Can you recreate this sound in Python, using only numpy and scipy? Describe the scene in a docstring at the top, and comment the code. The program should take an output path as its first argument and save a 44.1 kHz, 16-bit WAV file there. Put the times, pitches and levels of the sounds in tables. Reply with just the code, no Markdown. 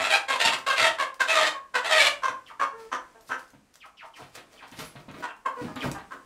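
"""A young hen held in the hands squawks and clucks from the first moment in a small wooden barn room.
Body bumps thud and a few metal ticks sound early; soft croons follow, then feathers, hands and straw rustle.
Other birds peep as she is carried to a plastic carrier; ticks of its latch and wire door grow frequent.
Late bumps ring the box, the strongest near the end, between sparser clucks and murmurs.
Voices are pulses and breath through resonances; the rest is shaped noise and decaying modes."""
import sys
import numpy as np
from scipy import signal
from scipy.fft import rfft, irfft
from scipy.io import wavfile

SR = 44100
rng = np.random.default_rng(int(sys.argv[2]) if len(sys.argv) > 2 else 0)


def unload_audio(sound):
    """Save the sound as a 16-bit wav file, at the path given as the first command line argument."""
    columns = np.transpose(np.atleast_2d(sound))
    # keep every value between -1 and 1, then stretch to whole-number steps
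    steps = np.round(np.clip(columns, -1, 1) * 32767)
    wavfile.write(sys.argv[1], SR, steps.astype(np.int16))


N = 275625
# Source levels below are in dB before this common gain; the air is added after it.
SOURCES_DB = -5.5


def amp(db):
    """Level law: amplitude ratio of a level in dB."""
    return 10 ** (np.asarray(db) / 20)


def evened(x):
    """Power normalisation: scales x to an rms of 1."""
    return x / np.sqrt(np.mean(x ** 2) + 1e-20)


def read(points, hz):
    """Logarithmic frequency scale: interpolates (frequency [Hz], value) points."""
    f, value = np.transpose(points)
    return np.interp(np.log(hz + 1), np.log(f + 1), value)


def colour(x, points):
    """Linear filtering: weights the spectrum of x by (frequency [Hz], gain [dB]) points."""
    gain = amp(read(points, np.fft.rfftfreq(len(x), 1 / SR)))
    return irfft(rfft(x) * gain, len(x))


def add(mix, s, sound):
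    """Superposition: adds a sound at s seconds, cutting what lies outside the mix."""
    at = round(s * SR)
    part = mix[max(at, 0):][:len(sound) + min(at, 0)]
    part += sound[max(-at, 0):][:len(part)]


def wander(length, cutoff_hz):
    """Low-pass noise: a random drift of rms 1, mostly slower than the cutoff."""
    warm_up = 2000
    noise = rng.standard_normal(length + warm_up)
    b, a = signal.butter(2, 2 * cutoff_hz / SR)
    return evened(signal.lfilter(b, a, noise)[warm_up:])


def resonate(x, hz, width_hz):
    """Heterodyne resonance: shifts hz (fixed or moving) to zero, smooths, and shifts back."""
    turn = np.exp(2j * np.pi * np.cumsum(hz + 0 * x) / SR)
    r = np.exp(-np.pi * width_hz / SR)
    return 2 * (turn * signal.lfilter([1 - r], [1, -r], x / turn)).real


def resonate_twice(x, hz, width_hz, second_width_hz):
    """Cascaded resonance: two passes at one frequency steepen the skirts."""
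    return resonate(resonate(x, hz, width_hz), hz, second_width_hz)


def ring(modes, spread_db):
    """Modal decay: one blow excites every mode at once, with chance strengths."""
    t = np.arange(SR // 2) / SR
    out = np.zeros(len(t))
    for (hz, db, t60), luck in zip(modes, rng.standard_normal(len(modes))):
        out += amp(db + spread_db * luck - 60 * t / t60) * np.sin(2 * np.pi * hz * t)
    return out


# spectral shape of the barn air: (frequency [Hz], relative density [dB per Hz])
AIR_SPECTRUM = [(15, -32), (25, 7.5), (140, 1.5), (233, 5), (582, 0), (1110, -1), (3170, -8), (3630, -10.5),
                (8350, -12), (15500, -26.5)]
AIR_DB = -62


def air():
    """Broadband turbulence: coloured noise, its level drifting slowly by 2.55 dB rms."""
    wash = evened(colour(rng.standard_normal(N), AIR_SPECTRUM))
    return amp(AIR_DB + 2.55 * wander(N, 0.57)) * wash


# decay of the wooden room: (frequency [Hz], t60 [s])
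ROOM_DECAY = [(200, 0.41), (1400, 0.31), (4000, 0.23), (10000, 0.23)]
TAIL_DB = -1.5  # tail energy against the direct sound


def room(x):
    """Reverberation: sparse reflections of random sign, each band decaying at its own rate."""
    taps = np.zeros(SR // 2)
    at = np.arange(130, len(taps) - 20, 20)
    taps[at + rng.integers(0, 20, len(at))] = rng.choice([-1., 1.], len(at))
    hz, t, z = signal.stft(taps, SR, nperseg=256)
    decay = amp(-60 * t / read(ROOM_DECAY, hz)[:, None])
    tail = signal.istft(z * decay, SR, nperseg=256)[1]
    return x + amp(TAIL_DB) * signal.fftconvolve(x, tail / np.linalg.norm(tail))[:N]


# strokes of feathers, hands and straw:
# (peak time [s], level at the 2400 Hz band [dB], rise [s], fall [s], brightness [dB per octave])
STROKES = [(2.484, -63, .06, 0.072, 2), (2.8, -58.5, 0.068, 0.22, 1), (3.29, -58, 0.05, 0.047, 7),
           (3.391, -61, 0.035, 0.13, 5), (3.48, -68, .02, .04, 3), (3.745, -67, .02, 0.046, 6),
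           (3.86, -66, .03, .06, 5), (4.06, -67, .03, .08, 5), (4.17, -57.5, 0.045, 0.26, 2.5),
           (4.358, -46, 0.033, 0.027, 2), (4.539, -59.5, 0.085, 0.13, -0.5), (4.68, -64, .02, .05, 5.5),
           (4.8, -45.5, 0.087, 0.17, 1.5), (5.0, -65, .05, 0.085, -4), (5.2, -56.5, 0.16, 0.13, -4),
           (5.47, -68, 0.018, 0.15, -4), (5.62, -55, 0.14, 0.33, -0.5), (5.84, -44.5, 0.077, 0.16, -3),
           (6.13, -65.5, 0.027, 0.097, -6.5)]
STROKE_RANGE_DB = -30  # level change over one rise or fall time


def rustle():
    """Granular friction: dense crackles of uneven size, with octave bands weighted stroke by stroke."""
    size = amp(3.3 * np.minimum(rng.exponential(1, N), 4))
    struck = rng.random(N) < 9000. / SR  # about 9000 grains per second
    grains = rng.standard_normal(N) * size * struck
    t, out = np.arange(0, N + 64, 64) / SR, np.zeros(N)
    for octave in range(-3, 3):
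        hz = 2400 * 2 ** octave
        band = colour(grains, [(hz / 3, -40), (hz / 2, -12), (hz, 0), (2 * hz, -12), (3 * hz, -40)])
        level = np.zeros(len(t))
        for s, db, rise, fall, tilt in STROKES:
            distance = np.maximum((s - t) / rise, (t - s) / fall)
            level += amp(db + tilt * octave + STROKE_RANGE_DB * distance)
        top_cut = amp(-9.0 * max(octave - 1, 0))  # only the highest band is reduced
        out += evened(band) * top_cut * np.interp(np.arange(N) / SR, t, level)
    return out


# ticks of latch and wire door: (time [s], click level [dB], ring against click [dB])
TICKS = [(0.587, -33, -40), (1.143, -37.5, -40), (3.209, -45.5, -19), (3.504, -47, -23), (3.741, -45, -36),
         (3.756, -39.5, -36), (4.1644, -52, -26), (4.3517, -38, -34), (4.53, -46, -29), (4.715, -41, -21),
         (4.7921, -31, -21), (4.85, -39, -14), (5.114, -44, -34), (5.1447, -55, -29), (5.3652, -52, -30),
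         (5.5643, -56, -26), (5.6341, -48, -39), (5.7583, -36, -33), (5.835, -42, -33),
         (5.9151, -25.5, -43)]
# modes of the thin wires: (frequency [Hz], level [dB], t60 [s])
WIRE = [(7250, -6, .15), (8250, -4, .25), (10970, -2, .22), (11980, 0, .25), (12680, -4, .22)]
TICK_T60 = .015  # s


def latch():
    """Impact excitation: each bright click of noise leaves thin wires ringing."""
    out, t = np.zeros(N), np.arange(SR // 40) / SR
    for s, db, ring_db in TICKS:
        click = colour(rng.standard_normal(len(t)), [(1500, 1), (7000, 4.5), (15000, -9)])
        add(out, s, amp(db - 60 * t / TICK_T60) * click)
        add(out, s, amp(db + ring_db) * ring(WIRE, 2.7))
    return out


# bumps of body, feet and carrier: (time [s], blow level [dB], slap level [dB], thud frequency [Hz])
BUMPS = [(0.004, -30, -55, 192), (0.452, -27, -45, 213), (0.808, -30.5, -40, 177), (1.416, -46, -52, 225),
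         (2.298, -37, -44, 270), (3.295, -39, -60, 290), (3.535, -38.5, -54, 180), (4.214, -40.5, -41, 133),
         (4.372, -39, -37.5, 288), (4.623, -54, -39, 235), (4.72, -34, -40, 120),
         (4.788, -30.5, -32.5, 152), (4.955, -33, -40.5, 118), (5.083, -29, -38.5, 161),
         (5.137, -42, -40, 161), (5.615, -22.5, -43, 304), (5.639, -23.5, -40, 216), (5.759, -28, -29, 231),
         (5.844, -13.5, -48, 131), (5.867, -22.5, -50, 250), (5.979, -47, -39, 210)]
# modes of the hollow box: (frequency [Hz], level [dB], t60 [s])
BOX = [(236, 3.5, 0.04), (309.5, -35, 0.033), (570, -3, 0.03), (690, -8, 0.054), (898, -10.5, 0.057),
       (1080, -29, .1), (1472, -27, 0.24), (2600, -29, 0.036)]


def bumps():
    """Soft impact: a low thud and box modes carry the blow, under a short slap of noise."""
    out, t = np.zeros(N), np.arange(SR // 4) / SR
    for s, blow_db, slap_db, thud_hz in BUMPS:
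        thud = evened(resonate_twice(rng.standard_normal(len(t)), thud_hz, 130.0, 130.0))
        add(out, s, amp(blow_db - 60 * t / 0.12) * thud * np.minimum(t / 0.018, 1))
        floor = np.sin(2 * np.pi * 0.53 * thud_hz * t) * np.minimum(t / 0.0091, 1)  # the floor gives
        add(out, s, amp(blow_db - 4.0 - 60 * t / 0.06) * floor)
        add(out, s, amp(blow_db - 6.) * ring(BOX, 4))
        slap = evened(colour(rng.standard_normal(len(t)), [(200, -5.5), (1200, 7.5), (4000, -2), (12000, -61)]))
        add(out, s, amp(slap_db - 60 * t / 0.17) * slap * np.minimum(t / 0.0061, 1))
    return signal.lfilter(*signal.butter(2, 2 * 69.0 / SR, "high"), out)


# falling peeps of other birds: (time [s], starting level [dB], end pitch [Hz], length [s])
PEEPS = [(2.456, -49.5, 1050, 0.072), (3.799, -51.5, 1040, 0.0744), (3.965, -49, 920, 0.101),
         (4.129, -51.5, 565, 0.094), (4.566, -52, 845, 0.088), (5.8, -36, 900, 0.065)]
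PEEP_TOP_HZ = 3270


def peeps():
    """Breath-driven resonance: whistles linger high, slide down and swell toward the low end."""
    out = np.zeros(N)
    for s, db, low_hz, length in PEEPS:
        u = np.linspace(0, 1, round(length * SR))
        slide = np.cos(np.pi * np.minimum(1.2 * u, 1) / 2) ** 2
        hz = low_hz + (PEEP_TOP_HZ - low_hz) * slide
        breath = rng.standard_normal(len(u))
        main = evened(resonate_twice(breath, hz, 590.0, 580.0))
        upper = evened(resonate_twice(breath, 1.6 * hz, 900, 900))
        envelope = amp(db + 11.7 * u) * signal.windows.tukey(len(u), .3)
        add(out, s, envelope * (main + 0.22 * upper))
    return out


def membrane(hz, shake, waver_db):
    """Harmonic series: cycle count and wave of an unsteady membrane whose harmonics vary independently."""
    turns = np.cumsum(hz * (1 + shake * wander(len(hz), 116.0))) / SR
    at, knots = np.arange(len(hz)), np.arange(0, len(hz) + 900, 900)
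    luck = np.clip(rng.standard_normal((29, len(knots) + 1)), -3, 1.3)
    wave = np.zeros(len(hz))
    for harmonic, (phase, *levels) in enumerate(luck, 1):
        strength = amp(waver_db * np.interp(at, knots, levels))
        wave += strength * np.cos(2 * np.pi * harmonic * turns + 3 * phase)
    return turns, evened(wave)


# throat with the beak nearly shut, and wide open: (frequency [Hz], gain [dB])
SHUT_THROAT = [(88, -46), (150, -47.5), (331, -18.5), (505, -8), (1070, 3), (1270, 0.5), (1670, 1.5),
               (2270, -15.5), (3030, -18.5), (3470, -33), (4720, -30), (6060, -39), (7350, -31),
               (15000, -54)]
OPEN_THROAT = [(120, -27), (200, -45), (613, -4), (1150, -8), (1720, -2.5), (2380, -2.5), (3730, -4),
               (5760, -16.5), (7550, -16), (12300, -31.5), (15000, -47)]


def call(rows, rough, ring_db, other=(900, -120), nostril_db=-16, rise_s=0.014):
    """Source-filter principle: membrane pulses and turbulent breath excite a throat and its resonances.

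    rows: (time [s], effort [dB], pitch [Hz], beak opening, strong-weak pulsing, throat ring [Hz])
    """
    s, *columns = np.transpose(rows)
    t = np.arange(s[0], s[-1], 1 / SR)
    effort_db, hz, beak, uneven, ring_hz = (np.interp(t, s, c) for c in columns)

    turns, pulses = membrane(hz, .06 * rough, 1.5 + 5 * rough)
    # every other pulse is weaker, which adds half-pitch lines
    pulses = (pulses + 1.02) * (1 + uneven * np.cos(np.pi * turns))
    other_hz, other_db = other
    other_side = membrane(other_hz + 0 * hz, .06 * rough, 4)[1]
    pulses += amp(other_db + 4 * wander(len(t), 12)) * other_side
    throb = np.cos(2 * np.pi * 69.38 * t + 2 * wander(len(t), 26.7))
    pulses *= 1 + 1.96 * rough * throb

    breath = np.clip(rough ** 1.9 + .18 * uneven, 0, 1)
    drive = (1 - breath) * evened(pulses) + breath * rng.standard_normal(len(t))
    padded = np.pad(drive, 1024)  # silence for the filter edges
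    shut = evened(colour(padded, SHUT_THROAT)[1024:-1024])
    wide = evened(colour(padded, OPEN_THROAT)[1024:-1024])

    beak = np.clip(beak, 0, 1) ** 1.5
    voice = (1 - beak) * shut + beak * wide
    voice += amp(ring_db) * resonate_twice(drive, ring_hz, 630.0, 520.0)
    nostril_hiss = resonate(resonate(drive, 6300.0, 800.), 5500.0, 800.)
    voice += amp(nostril_db) * (1 - beak) * nostril_hiss
    gape = resonate_twice(drive, 3640.0, 1600.0, 1600.0)
    voice += amp(-7.5) * beak ** 2 * gape
    edges = np.clip(np.minimum((t - s[0]) / rise_s, (s[-1] - t) / .015), 0, 1)
    return amp(effort_db) * edges * evened(voice)


# soft croons and murmurs: (start [s], length [s], effort [dB], fade [dB], pitch [Hz],
# strong-weak pulsing [0-1], throat ring [Hz], roughness [0-1])
CROONS = [(1.541, 0.073, -26.5, -21, 554.5, 0, 1100, 0.25), (2.72, .165, -40, -6.5, 460, 0, 468, 0.11),
          (3.143, 0.083, -46.5, -12, 227.8, 0.15, 640, 0.14),
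          (5.272, 0.049, -39, 2.5, 462.6, .95, 2730, 0.37), (5.562, 0.077, -31, -7, 494, 0.17, 554, 0.24),
          (5.667, 0.074, -31.5, -17, 427.7, 0.6, 870, 0.38),
          (5.941, 0.078, -27.5, -23.5, 403, 1, 820, 0.27)]
CROON_BEAK, CROON_SAG = .12, .04  # opening before the curve in call; share of pitch


def croons():
    """Damped radiation: with the beak almost shut, a throat resonance dominates as the pitch sags."""
    out = np.zeros(N)
    for s, length, db, fade_db, hz, uneven, ring_hz, rough in CROONS:
        shape = CROON_BEAK, uneven, ring_hz
        rows = [(s, db, hz, *shape),
                (s + length, db + fade_db, hz * (1 - CROON_SAG), *shape)]
        add(out, s, call(rows, np.clip(rough, 0, 1), ring_db=15))
    return out


# clucks: (start [s], length [s], effort at the pitch peak [dB], onset against it [dB],
# end against it [dB], peak pitch [Hz], beak opening before the curve in call [0-1],
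# strong-weak pulsing [0-1], throat ring [Hz], nostril hiss [dB])
CLUCKS = [(0.278, 0.098, -19, -3.5, -5.5, 542.4, 0.8, 0.42, 1020, -14),
          (0.52, 0.046, -18, -0.5, -22, 531, 0.87, 0.85, 1080, -16),
          (0.663, 0.098, -17, 7.5, -7.5, 551, 0.67, 0.16, 1190, -10),
          (0.983, 0.062, -18.5, 2, -5, 552, .6, 0.27, 1110, -19),
          (1.193, 0.055, -15.5, 1, -12.5, 527.4, 0.59, 0.23, 1410, -14),
          (1.737, 0.0665, -17.5, -4, -9, 512.4, 0.55, 0.33, 1460, -14),
          (2.218, 0.084, -21.5, -13, 0, 529.2, 0.37, 0.1, 1210, -2),
          (2.593, 0.065, -17, 1.5, -9, 570.7, .3, 0.4, 1290, -9),
          (2.914, 0.059, -21, -2.5, -11.5, 522.2, 0.29, 1, 1090, 2),
          (3.29, 0.074, -22.5, -11, -9, 532.7, 0.25, .9, 1450, -1.5),
          (5.222, 0.046, -25, -1.5, -7, 495.6, 0.39, 0.57, 1210, -14),
          (5.45, 0.061, -21, 5, -19.5, 534.5, 0.09, 0.25, 1060, -33),
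          (6.105, 0.064, -34, 2, -11.5, 521, 0.3, .7, 1250, -24)]
CLUCK_ROUGH, CLUCK_RISE_S = .43, 0.017
SCOOP, SAG = 0.0418, 0.0605  # pitch deficit at the start and at the end, as shares of the peak


def clucks():
    """Pitch gesture: membrane pitch scoops quickly to a peak, then pitch sags while the effort slides."""
    out = np.zeros(N)
    for s, length, db, onset_db, fade_db, hz, beak, uneven, ring_hz, nostril_db in CLUCKS:
        shape = beak, uneven, ring_hz
        rows = [(s, db + onset_db, hz * (1 - SCOOP), *shape),
                (s + CLUCK_RISE_S, db, hz, *shape),
                (s + length, db + fade_db, hz * (1 - SAG), *shape)]
        add(out, s, call(rows, CLUCK_ROUGH, ring_db=9.3, nostril_db=nostril_db))
    return out


# squawk syllables: (start [s], length [s], mid effort [dB], effort change [dB], start pitch [Hz],
# end pitch [Hz], mid beak opening before the curve in call [0-1], start throat ring [Hz],
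# end throat ring [Hz], pitch of the other side of the voice box [Hz], its level against the main side [dB])
SQUAWKS = [(-0.02, .11, -22, -2, 642.5, 684.5, 0.7, 2320, 2700, 843, -7),
           (0.083, 0.096, -17, -2.5, 631, 669.7, 0.88, 2560, 2380, 801, 0),
           (0.388, 0.055, -18, -11, 702, 669.5, 0.99, 2420, 2700, 908, -2),
           (0.43, 0.073, -16, 0, 687, 670.4, 1, 2840, 2770, 905, -3),
           (0.757, 0.14, -17, 1, 689.3, 624, 0.87, 2530, 1950, 924, -0.5),
           (1.268, 0.082, -20, -5, 633.4, 664, 0.87, 2360, 2310, 868, 2),
           (1.33, 0.16, -18, -3.5, 637, 607, 0.79, 1950, 2120, 882.4, -4),
           (1.832, .066, -23.5, -4, 635, 719, 0.77, 1900, 2050, 897, -1),
           (1.888, 0.12, -17, -2, 625.5, 622, 0.93, 1870, 2320, 896, -4.5),
           (1.982, 0.11, -14.5, -1.5, 592.5, 568.2, 1, 2330, 2350, 896, -10)]
SQUAWK_ROUGH, SQUAWK_UNEVEN = .48, 0.35
GAPE_PER_KHZ = 0.43  # the beak opens as the throat ring climbs


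def squawks():
    """Two-source phonation: both sides of the voice box sound while effort, pitch and throat slide."""
    out = np.zeros(N)
    for s, length, db, swell_db, hz, end_hz, beak, ring_hz, end_ring_hz, *other in SQUAWKS:
        rows = []
        for u in (0, .5, 1):
            climb_hz = end_ring_hz - ring_hz
            gape = beak + GAPE_PER_KHZ * (u - .5) * climb_hz / 1000
            rows.append((s + u * length, db + swell_db * (u - .5), hz + u * (end_hz - hz),
                         gape, SQUAWK_UNEVEN, ring_hz + u * climb_hz))
        add(out, s, call(rows, SQUAWK_ROUGH, ring_db=5.7, other=other, rise_s=0.024))
    return out


def hen():
    """Superposition of calls: the held bird's croons, clucks and squawks, high-passed at 170 Hz."""
    high_pass = signal.butter(4, 170, "high", fs=SR, output="sos")
    return signal.sosfilt(high_pass, croons() + clucks() + squawks())


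def scene():
    """Linear superposition: the sources share the room's reverberation, and the air is added dry."""
    sources = rustle() + latch() + bumps() + peeps() + hen()
    return (room(amp(SOURCES_DB) * sources) + air())[None]


def record(dry):
    """Band limitation: a linear-phase low-pass removes the range above 15770 Hz."""
    low_pass = signal.firwin(511, 15770, window=("kaiser", 9), fs=SR)
    return signal.oaconvolve(dry, low_pass[None], "same")


dry = scene()
out = record(dry)
unload_audio(out)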